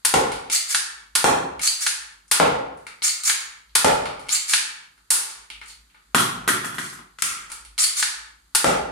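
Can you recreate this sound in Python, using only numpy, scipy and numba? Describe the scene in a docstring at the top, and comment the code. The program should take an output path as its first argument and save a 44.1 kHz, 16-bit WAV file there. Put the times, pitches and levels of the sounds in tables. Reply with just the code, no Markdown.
"""Toy blaster in a bare room

A spring-powered plastic blaster: the plunger cracks, the foam dart thuds on the wall, the slide scrapes
back and forward to its stops; the magazine drops, bounces and is pushed in again.
Hits are short rattles ringing a body, scrapes are grainy noise, and each source has a room tail.
A gain control squeezes every loud moment, so the room seems to ring long and then falls away."""
import sys
import numpy as np
from scipy import signal
from scipy.fft import rfft, irfft, next_fast_len
from scipy.io import wavfile
from scipy.ndimage import uniform_filter1d, minimum_filter1d
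from numba import njit

SR = 44100
rng = np.random.default_rng(int(sys.argv[2]) if len(sys.argv) > 2 else 0)


def int16_out(signal):
    """Quantize to a 16-bit WAV file."""
    q = np.round(np.clip(np.atleast_2d(signal).T, -1, 1) * 32767)
    wavfile.write(sys.argv[1], SR, q.astype(np.int16))


N = 392931  # length in samples


def amp(db):
    """Turn decibels into a plain multiplier."""
    return 10 ** (np.asarray(db) / 20)


def unit(x):
    """Scale a sound to an average (RMS) level of 1."""
    return x / np.sqrt(np.mean(x ** 2) + 1e-20)


def along(points, hz):
    """Read a curve of (Hz, value) points on a logarithmic frequency axis."""
    f, v = np.transpose(points)
    return np.interp(np.log(hz + 1), np.log(f + 1), v)


def filtered(x, response):
    """Multiply the spectrum of x by a response that depends on frequency."""
    size = next_fast_len(x.shape[-1] + 8192)
    spectrum = rfft(x, size) * response(np.fft.rfftfreq(size, 1 / SR))
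    return irfft(spectrum, size)[..., :x.shape[-1]]


# How alike left and right are in the room.
# Each row: frequency in Hz, likeness (1 is the same, 0 unrelated, below 0 opposed).
ALIKE = [(60, 1), (150, 0.94), (300, 0.97), (550, -0.61), (1200, -0.085), (5000, 0.062), (12000, 0.073)]


def paired(two):
    """Mix two unrelated sounds into a left-right pair that is as alike as the room makes it."""
    def mid_and_side(hz):
        turn = np.arccos(np.clip(along(ALIKE, hz), -1, 1)) / 2
        return np.array([np.cos(turn), np.sin(turn)])
    mid, side = filtered(two, mid_and_side)
    return np.array([mid + side, mid - side])


# How long the room rings.
# Each row: frequency in Hz, time to die away by 60 dB in seconds.
ROOM = [(55, 0.63), (130, 0.4), (350, 0.48), (900, 0.48), (2500, 0.42), (6000, 0.35), (12000, 0.29),
        (16000, 0.29)]


def room(x, wet_db, near_treble_db=0):
    """Add a noise tail, new at each call: every frequency dies at its own speed.

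    Treble aimed away from the listener arrives weaker in the direct sound."""
    hz, t, z = signal.stft(rng.standard_normal((2, SR)), SR, nperseg=256)
    dying = amp(-60 * t / along(ROOM, hz)[:, None])
    tail = signal.istft(z * dying, SR, nperseg=256)[1]
    build_up = 1 - np.exp(-np.arange(tail.shape[1]) / SR / 0.00053)  # seconds
    tail = paired(tail * build_up)
    tail = tail / np.linalg.norm(tail[0])
    near = filtered(x, lambda f: amp(near_treble_db / (1 + (5000 / (f + 1)) ** 4)))
    return near + amp(wet_db) * signal.fftconvolve(x.mean(0)[None], tail, axes=1)[:, :N]


def body(colour, modes, treble_db, size=4096):
    """Ring of a struck object: resonances stand on a tone colour, starting at once, with energy 1."""
    hz = np.fft.rfftfreq(size, 1 / SR)
    db = along(colour, hz) + treble_db / (1 + (5200 / (hz + 1)) ** 6)
    for centre, width, gain in modes:
        db = db + gain / (1 + ((hz - centre) / (width / 2)) ** 2)
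    # folding the cepstrum forward gathers the energy at the start of the ring
    cepstrum = irfft(np.log(amp(db) + 1e-6))
    cepstrum[1:size // 2] *= 2
    cepstrum[size // 2 + 1:] = 0
    ring = irfft(np.exp(rfft(cepstrum)))
    return ring / np.linalg.norm(ring)


def blows(rows, colour, modes, rise, t60, focus_db):
    """Ring a body with one short rattle of contacts per row: seconds, dB, treble dB, band Hz, pan dB."""
    out, t = np.zeros((2, N + SR)), np.arange(2048) / SR
    for s, db, treble_db, band_hz, pan_db in rows:
        rattle = rng.standard_normal((2, len(t))) * amp(2.2 * rng.standard_normal(len(t)))
        # rise and t60 (seconds) set the timing of the contacts; the spectrum is levelled below
        rattle *= amp(-60 * t / t60) * (1 - np.exp(-(t + 1 / SR) / rise))
        rattle[1] = 1.49 * rattle[0] + 0.93 * rattle[1]  # left and right get partly different paths
        spectrum = rfft(rattle)
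        rattle = irfft(spectrum / np.abs(spectrum))  # hard contacts excite every frequency alike
        rattle *= amp(-60 * t / 0.19)
        rattle /= np.linalg.norm(rattle[0])
        focus = (band_hz, 0.9 * band_hz, focus_db)  # the spot that is hit favours its own band
        struck = body(colour, [*modes, focus], treble_db)
        sound = signal.fftconvolve(rattle, struck[None], axes=1)
        sides_db = db + np.array([[0.5], [-0.5]]) * pan_db
        out[:, round(s * SR):][:, :sound.shape[1]] += amp(sides_db) * sound
    return out[:, :N]


# Tone colour of the quiet air. Each row: frequency in Hz, relative level in dB.
AIR = [(15, -30), (25, 23), (103, -20), (172, -17), (538, -27), (1360, -17), (2750, -27), (4600, -20),
       (5570, -30), (6550, -23.5), (10700, -26), (14800, -37), (16500, -64.5)]
# A low hum that wavers. Each row: time in seconds, level in dB before the gain control.
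HUM = [(0.0, -67.5), (0.4, -51), (1.1, -65.5), (1.6, -55), (2.9, -74), (4.1, -55.5), (4.9, -69.5),
       (5.6, -59), (6.0, -67.5), (6.4, -47), (7.0, -63.5), (7.7, -51.5), (8.6, -63), (8.9, -41)]


def background():
    """Quiet air of the house as coloured noise, and a wavering hum as narrow noise around 52 Hz."""
    air = filtered(rng.standard_normal((2, N)), lambda hz: amp(along(AIR, hz)) * (hz > 75))
    air = unit(paired(air))
    hum = unit(filtered(rng.standard_normal(N), lambda hz: 1 / (1 + ((hz - 52) / 5.5) ** 4)))
    hum_db = np.interp(np.arange(N) / SR, *np.transpose(HUM))
    return amp(-62.5) * air + amp(hum_db) * hum


# Plunger cracks. Each row: start in seconds, strength in dB, treble in dB, left minus right in dB.
SHOTS = [(0.049, 27.5, -11, 4.5), (1.152, 27.5, -13.5, -1.5), (2.313, 31.5, -13, 3.5), (3.752, 31, -14, 1),
         (5.104, 34.5, -5, -2.5), (8.549, 29, -11.5, 2.5)]
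# Tone colour of a crack. Each row: frequency in Hz, relative level in dB.
SHOT_COLOUR = [(59, -55), (100, -30.5), (602, -22), (1380, -6.5), (1990, -12), (2260, -12), (4580, -7.5),
               (5790, -5), (9880, -4.5), (15100, -13.5), (16500, -29)]
# Resonances of the plastic shell. Each row: frequency in Hz, width in Hz, lift in dB.
SHELL = [(470, 94, 5.5), (877, 130, 10), (1446, 50, 4), (1790, 99, 4), (2264, 190, 4.5), (3680, 63, 1),
         (4500, 550, 4.5), (6850, 300, 1.5), (9670, 3100, 8)]


def plunger_cracks():
    """The plunger slams and rings the plastic shell, favouring a band around 9200 Hz."""
    rows = [(s, db, treble_db, 9200, pan_db) for s, db, treble_db, pan_db in SHOTS]
    cracks = blows(rows, SHOT_COLOUR, SHELL, rise=0.0069, t60=0.049, focus_db=9.0)
    return room(cracks, wet_db=3.0)


# Foam darts on the wall. Each row: start in seconds, strength in dB, treble in dB.
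DARTS = [(0.139, 32, -12), (1.242, 35, -12), (2.399, 34.5, -19.5), (3.845, 35, -12), (8.643, 34, -12.5)]
# Tone colour of a thud. Each row: frequency in Hz, relative level in dB.
DART_COLOUR = [(29, -48), (50, -26), (273, -8), (721, 0), (795, 1.5), (1200, -4), (1390, -6.5),
               (3850, -12.5), (9220, 0), (15000, -22.5), (16500, -79)]
# Resonances of the wall. Each row: frequency in Hz, width in Hz, lift in dB.
WALL = [(56.6, 56, 12), (134, 18, 2.9), (163, 78, 8.1), (271, 17, 7.7), (498, 220, 10.4), (850, 76, 5.2),
        (1390, 110, 7.1), (2010, 220, 1)]


def dart_thuds():
    """Each foam dart rings the wall and gets a room tail of its own."""
    thuds = 0
    for row in DARTS:
        hit = (*row, 463, 4.1)  # favoured band in Hz, left minus right in dB
        thud = blows([hit], DART_COLOUR, WALL, rise=0.0017, t60=0.016, focus_db=-1.5)
        thuds = thuds + room(thud, wet_db=5.5)
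    return thuds


# Small clicks of catches and handling. Each row: start in seconds, strength in dB, treble in dB,
# favoured band in Hz, left minus right in dB.
CLICKS = [(0.3175, 3.5, -8.5, 1140, -2), (0.4991, 2, -16, 7900, 0), (1.5938, -7, -5, 2050, 6),
          (2.28, -30.5, 7, 6320, 4.5), (2.773, -31, 1, 1040, -1), (2.8671, -12.5, -8, 1720, 8),
          (3.0199, -2.5, -24, 4560, 3), (3.6935, -37, -23, 4600, -1.5), (4.0555, 2, -16, 1154, -9),
          (4.1947, -16.5, -6.5, 1180, 0), (4.2662, -26, -8, 2140, 8), (4.2858, -9.5, -5, 2250, 0.5),
          (4.2909, 2.5, -6, 4470, 11), (4.9776, -36, -11, 1410, -6), (5.3012, -8, -6, 7030, -5),
          (5.5013, -13.5, -8.5, 2960, -12), (5.6141, -16, -18, 1760, 3), (5.698, -21.5, -18, 4460, 1),
          (5.765, -77, -26.5, 4380, -2), (5.899, -38, -15, 2690, -3), (5.945, -29, -30, 1400, 3.5),
          (5.9639, -35, -27, 1410, 3), (7.5, -15, -2, 1390, -2), (7.5175, -6, 3, 1400, 6),
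          (7.6493, -21.5, -12, 9600, -6), (7.7793, 4, -1, 3270, -2)]
# Tone colour of a click, also used for seating the magazine. Each row: frequency in Hz, relative level in dB.
CLICK_COLOUR = [(120, -19.5), (200, -18.5), (676, -21.5), (1360, -8), (1730, -15.5), (2090, -8.5),
                (6430, -6.5), (10000, -6.5), (15300, -32), (16500, -20)]


def small_clicks():
    """Catches and fingers tap the shell, each tap favouring the band of its own spot."""
    clicks = blows(CLICKS, CLICK_COLOUR, SHELL, rise=0.0002, t60=0.023, focus_db=12)
    return room(clicks, wet_db=7.5)


# Slide strokes, back then forward, each ending at its stop. Each row: start in seconds, end in seconds,
# mid-stroke scrape level in dB, top frequency of the tube resonance in Hz, its starting lift in dB.
STROKES = [(0.51, 0.559, -7.5, 8300, 6), (0.678, 0.736, -18.5, 5400, 1), (1.615, 1.681, -12.5, 6500, 8.5),
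           (1.789, 1.855, -21, 5800, 4.5), (3.025, 3.086, -11, 8220, 12.5),
           (3.234, 3.303, -11.5, 6730, 9.5), (4.296, 4.355, -9.5, 7620, 13),
           (4.474, 4.539, -14, 5930, -0.5), (7.785, 7.849, -6.5, 10250, 16.5),
           (7.956, 8.01, -12, 5800, 4.5)]
# Slower rubbing of the magazine in hand and on the floor. Each row: start in seconds,
# loudest moment in seconds (it may lie before the start), end in seconds, loudest level in dB,
# favoured band in Hz, lift of that band in dB.
RUBS = [(5.632, 5.691, 5.74, -46.5, 4350, 11), (6.792, 6.765, 6.903, -29.5, 1400, 18),
        (7.185, 7.194, 7.219, -39.5, 6000, 7)]
ATTACK_S, FROM_DB, PUSH_DB_PER_S = 0.021, -13.5, 68.5  # the slide gets going, then presses ever harder
TUBE_REST_HZ, TUBE_RISE_S = 3930, 0.023  # the resonance climbs from rest towards its top
TUBE_FADE_S = 0.061  # the resonance dies away once the slide is at speed
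RUB_FADE_DB = 10.5  # a rub is this much weaker away from its loudest moment


def motion(t):
    """Give the scrape level in dB, resonance in Hz and its lift in dB of whatever rubs at times t."""
    level_db = np.full(len(t), -200.)
    centre_hz = np.full(len(t), float(TUBE_REST_HZ))
    lift_db = np.zeros(len(t))
    for start, end, db, top_hz, lift in STROKES:
        on = (t >= start) & (t < end)
        u = t[on] - start
        getting_going_db = FROM_DB * np.clip(1 - u / ATTACK_S, 0, 1)
        pressing_db = PUSH_DB_PER_S * (u - (end - start) / 2)
        level_db[on] = db + getting_going_db + pressing_db
        centre_hz[on] = top_hz + (TUBE_REST_HZ - top_hz) * np.exp(-(u / TUBE_RISE_S) ** 2)
        lift_db[on] = lift * np.exp(-(u / TUBE_FADE_S) ** 4)
    for start, loudest, end, db, hz, lift in RUBS:
        on = (t >= start) & (t < end)
        level_db[on] = db - RUB_FADE_DB * np.interp(t[on], [start, loudest, end], [1, 0, 1])
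        centre_hz[on], lift_db[on] = hz, lift
    return level_db, centre_hz, lift_db


# Tone colour of the scrape. Each row: frequency in Hz, relative level in dB.
SCRAPE_COLOUR = [(180, -82), (300, -34), (1000, -19.5), (1230, -5.5), (1480, -10), (2170, -6), (2520, -8),
                 (7630, 0), (15700, -19.5), (16500, -69.5)]


def scrapes(width, grain_db, grit_db):
    """Plastic rubs on plastic: clumped grains through the shell and a resonance that moves with the stroke."""
    fine = uniform_filter1d(rng.standard_normal(N), size=90)
    coarse = uniform_filter1d(rng.standard_normal(N), size=350)
    clumps = unit(fine + 3 * coarse)
    grains = rng.standard_normal((2, N)) * amp(grain_db * rng.standard_normal(N) + grit_db * clumps)
    hz, t, z = signal.stft(grains, SR, nperseg=256)
    _, centre_hz, lift_db = motion(t)
    # width is in natural-log units of frequency
    tube_db = lift_db * np.exp(-(np.log((hz[:, None] + 1) / centre_hz) / width) ** 2)
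    rub = signal.istft(z * amp(tube_db), SR, nperseg=256)[1][:, :N]
    shell = body(SCRAPE_COLOUR, SHELL, 0)
    rub = unit(signal.fftconvolve(rub, shell[None], axes=1)[:, :N])
    level_db = motion(np.arange(N) / SR)[0]
    loudness = uniform_filter1d(amp(level_db), size=128)
    return room(loudness * rub, wet_db=7.0)


# Slide against its rear stop. Each row: start in seconds, strength in dB, treble in dB.
BACK_STOPS = [(0.5601, 15.5, -10), (1.6739, 21, -1.5), (3.092, 12, -22.5), (4.354, 14, -29),
              (7.84, 18.5, -6)]
# Tone colour of the rear stop. Each row: frequency in Hz, relative level in dB.
BACK_COLOUR = [(180, -36.5), (300, -19), (1090, -45.5), (2980, -5), (3530, -17.5), (4540, 5.5), (5640, -19),
               (10300, -4), (14700, -39.5), (16500, -54.5)]


def rear_stops():
    """The slide hits its rear stop and rings the shell."""
    rows = [(*row, 4500, 0.5) for row in BACK_STOPS]  # favoured band in Hz, left minus right in dB
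    hits = blows(rows, BACK_COLOUR, SHELL, rise=0.0003, t60=0.0091, focus_db=8)
    return room(hits, wet_db=3.5)


# Slide against its front stop. Each row: start in seconds, strength in dB, treble in dB, favoured band in Hz.
FRONT_STOPS = [(0.7455, 28.5, 6, 1450), (1.8646, 27, 8, 2020), (3.2957, 24, -2, 2202),
               (4.5338, 32.5, 5.5, 2370), (8.0249, 26, 4.5, 1565)]
# Tone colour of the front stop. Each row: frequency in Hz, relative level in dB.
FRONT_COLOUR = [(88, -43.5), (150, -21), (571, -22.5), (881, -12.5), (1690, 3), (1970, -4), (3930, 1.5),
                (9510, -5.5), (15300, -30.5), (16500, -71.5)]


def front_stops():
    """The slide hits its front stop and rings the shell, its direct treble weakened."""
    rows = [(*row, 0) for row in FRONT_STOPS]  # left and right equally strong
    hits = blows(rows, FRONT_COLOUR, SHELL, rise=0.0014, t60=0.047, focus_db=5)
    return room(hits, wet_db=0, near_treble_db=-11)


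# Magazine bouncing on the floor. Each row: start in seconds, strength in dB, treble in dB,
# favoured band in Hz, left minus right in dB.
MAGAZINE = [(6.1465, 29.5, -10, 1230, 4.5), (6.1545, 19, -3, 1150, 7), (6.183, 18.5, -1.5, 3330, 10),
            (6.199, 21, -3.5, 1148, 3), (6.477, 20.5, -2, 1330, -1), (6.482, 14, -5, 1387, 8),
            (6.488, 24.5, -6, 1544, 1), (6.645, 7.5, -5.5, 1410, -3), (6.743, -8, -6, 1280, -18),
            (6.783, 8, -9, 1580, 3), (6.928, -12, -3, 1480, 0), (6.991, -33.5, -32, 1110, 40)]
# Tone colour of a bounce. Each row: frequency in Hz, relative level in dB.
MAGAZINE_COLOUR = [(24, -82), (40, -40), (148, 5), (608, -8.5), (1400, -7.5), (1620, -6.5), (3370, -3),
                   (4920, -3), (9970, 8), (15300, -11), (16500, -73)]
# Resonances of the magazine's case. Each row: frequency in Hz, width in Hz, lift in dB.
CASE = [(173.5, 63, 2.1), (370, 25, 4.2), (1050, 79, 3.6), (1355, 280, 7.7), (1940, 150, 3.5),
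        (3350, 57, 9.2)]


def magazine_bounces():
    """The dropped magazine hits the floor again and again and rings its case, direct treble weakened."""
    bounces = blows(MAGAZINE, MAGAZINE_COLOUR, CASE, rise=0.00025, t60=0.014, focus_db=12.5)
    return room(bounces, wet_db=5, near_treble_db=-15)


# Magazine pushed home, its lip touching first. Each row: start in seconds, strength in dB, treble in dB,
# favoured band in Hz, left minus right in dB.
SEATING = [(7.1862, -11.5, -16, 1780, 3.5), (7.2215, 30.5, 8.5, 1880, 8.5)]


def magazine_seating():
    """The magazine's lip touches, then the magazine knocks home and rings its case."""
    knocks = blows(SEATING, CLICK_COLOUR, CASE, rise=0.00089, t60=0.021, focus_db=9)
    return room(knocks, wet_db=0)


def scene():
    """Add up all sources, each answered by its own part of the room."""
    blaster = plunger_cracks() + small_clicks() + rear_stops() + front_stops()
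    blaster += scrapes(width=0.04, grain_db=4.5, grit_db=4.0)
    magazine = magazine_bounces() + magazine_seating()
    return background() + blaster + dart_thuds() + magazine


@njit
def follow(power, attack, release):
    """Follow a changing value, with one step share for rising and another for falling."""
    out, level = np.empty_like(power), 0.
    for i in range(len(power)):
        level += (attack if power[i] > level else release) * (power[i] - level)
        out[i] = level
    return out


def gain_control(x, knee_db, squeeze, hush_db, attack, release):
    """Above the knee, drop the gain by a share of the excess; below it, turn faint sound further down."""
    power = uniform_filter1d((x ** 2).mean(0), size=32)
    power = follow(power, 1 / (1 + attack * SR), 1 / (1 + release * SR))  # times in seconds
    over_db = 10 * np.log10(np.abs(power) + 1e-12) - knee_db
    squeeze_db = -squeeze * np.maximum(over_db, 0)
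    faint_db = np.clip(over_db, -hush_db, 0)
    return x * amp(squeeze_db + faint_db)


def limiter(x, top_db, size, hold):
    """Duck the gain just before a peak would pass the top, then let it recover gradually."""
    needed = np.minimum(amp(top_db) / (np.abs(x).max(0) + 1e-9), 1)
    recovering = 1 - follow(1 - needed, 0.99, 1 / (1 + hold * SR))  # hold in seconds
    ducked = minimum_filter1d(np.minimum(needed, recovering), size=size)  # size in samples
    return x * uniform_filter1d(ducked, size=size)


def record(dry):
    """Apply gain control, a limiter, soft clipping at full scale, then a steep cut above 16300 Hz."""
    x = gain_control(dry, knee_db=-38, squeeze=0.39, hush_db=0.5, attack=0.0027, release=0.027)
    x = limiter(x, top_db=-0.7, size=400, hold=0.03)
    x = x / (1 + np.abs(x) ** 6) ** (1 / 6)
    return filtered(x, lambda hz: 1 / (1 + (hz / 16300) ** 120))


dry = scene()
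out = record(dry)
int16_out(out)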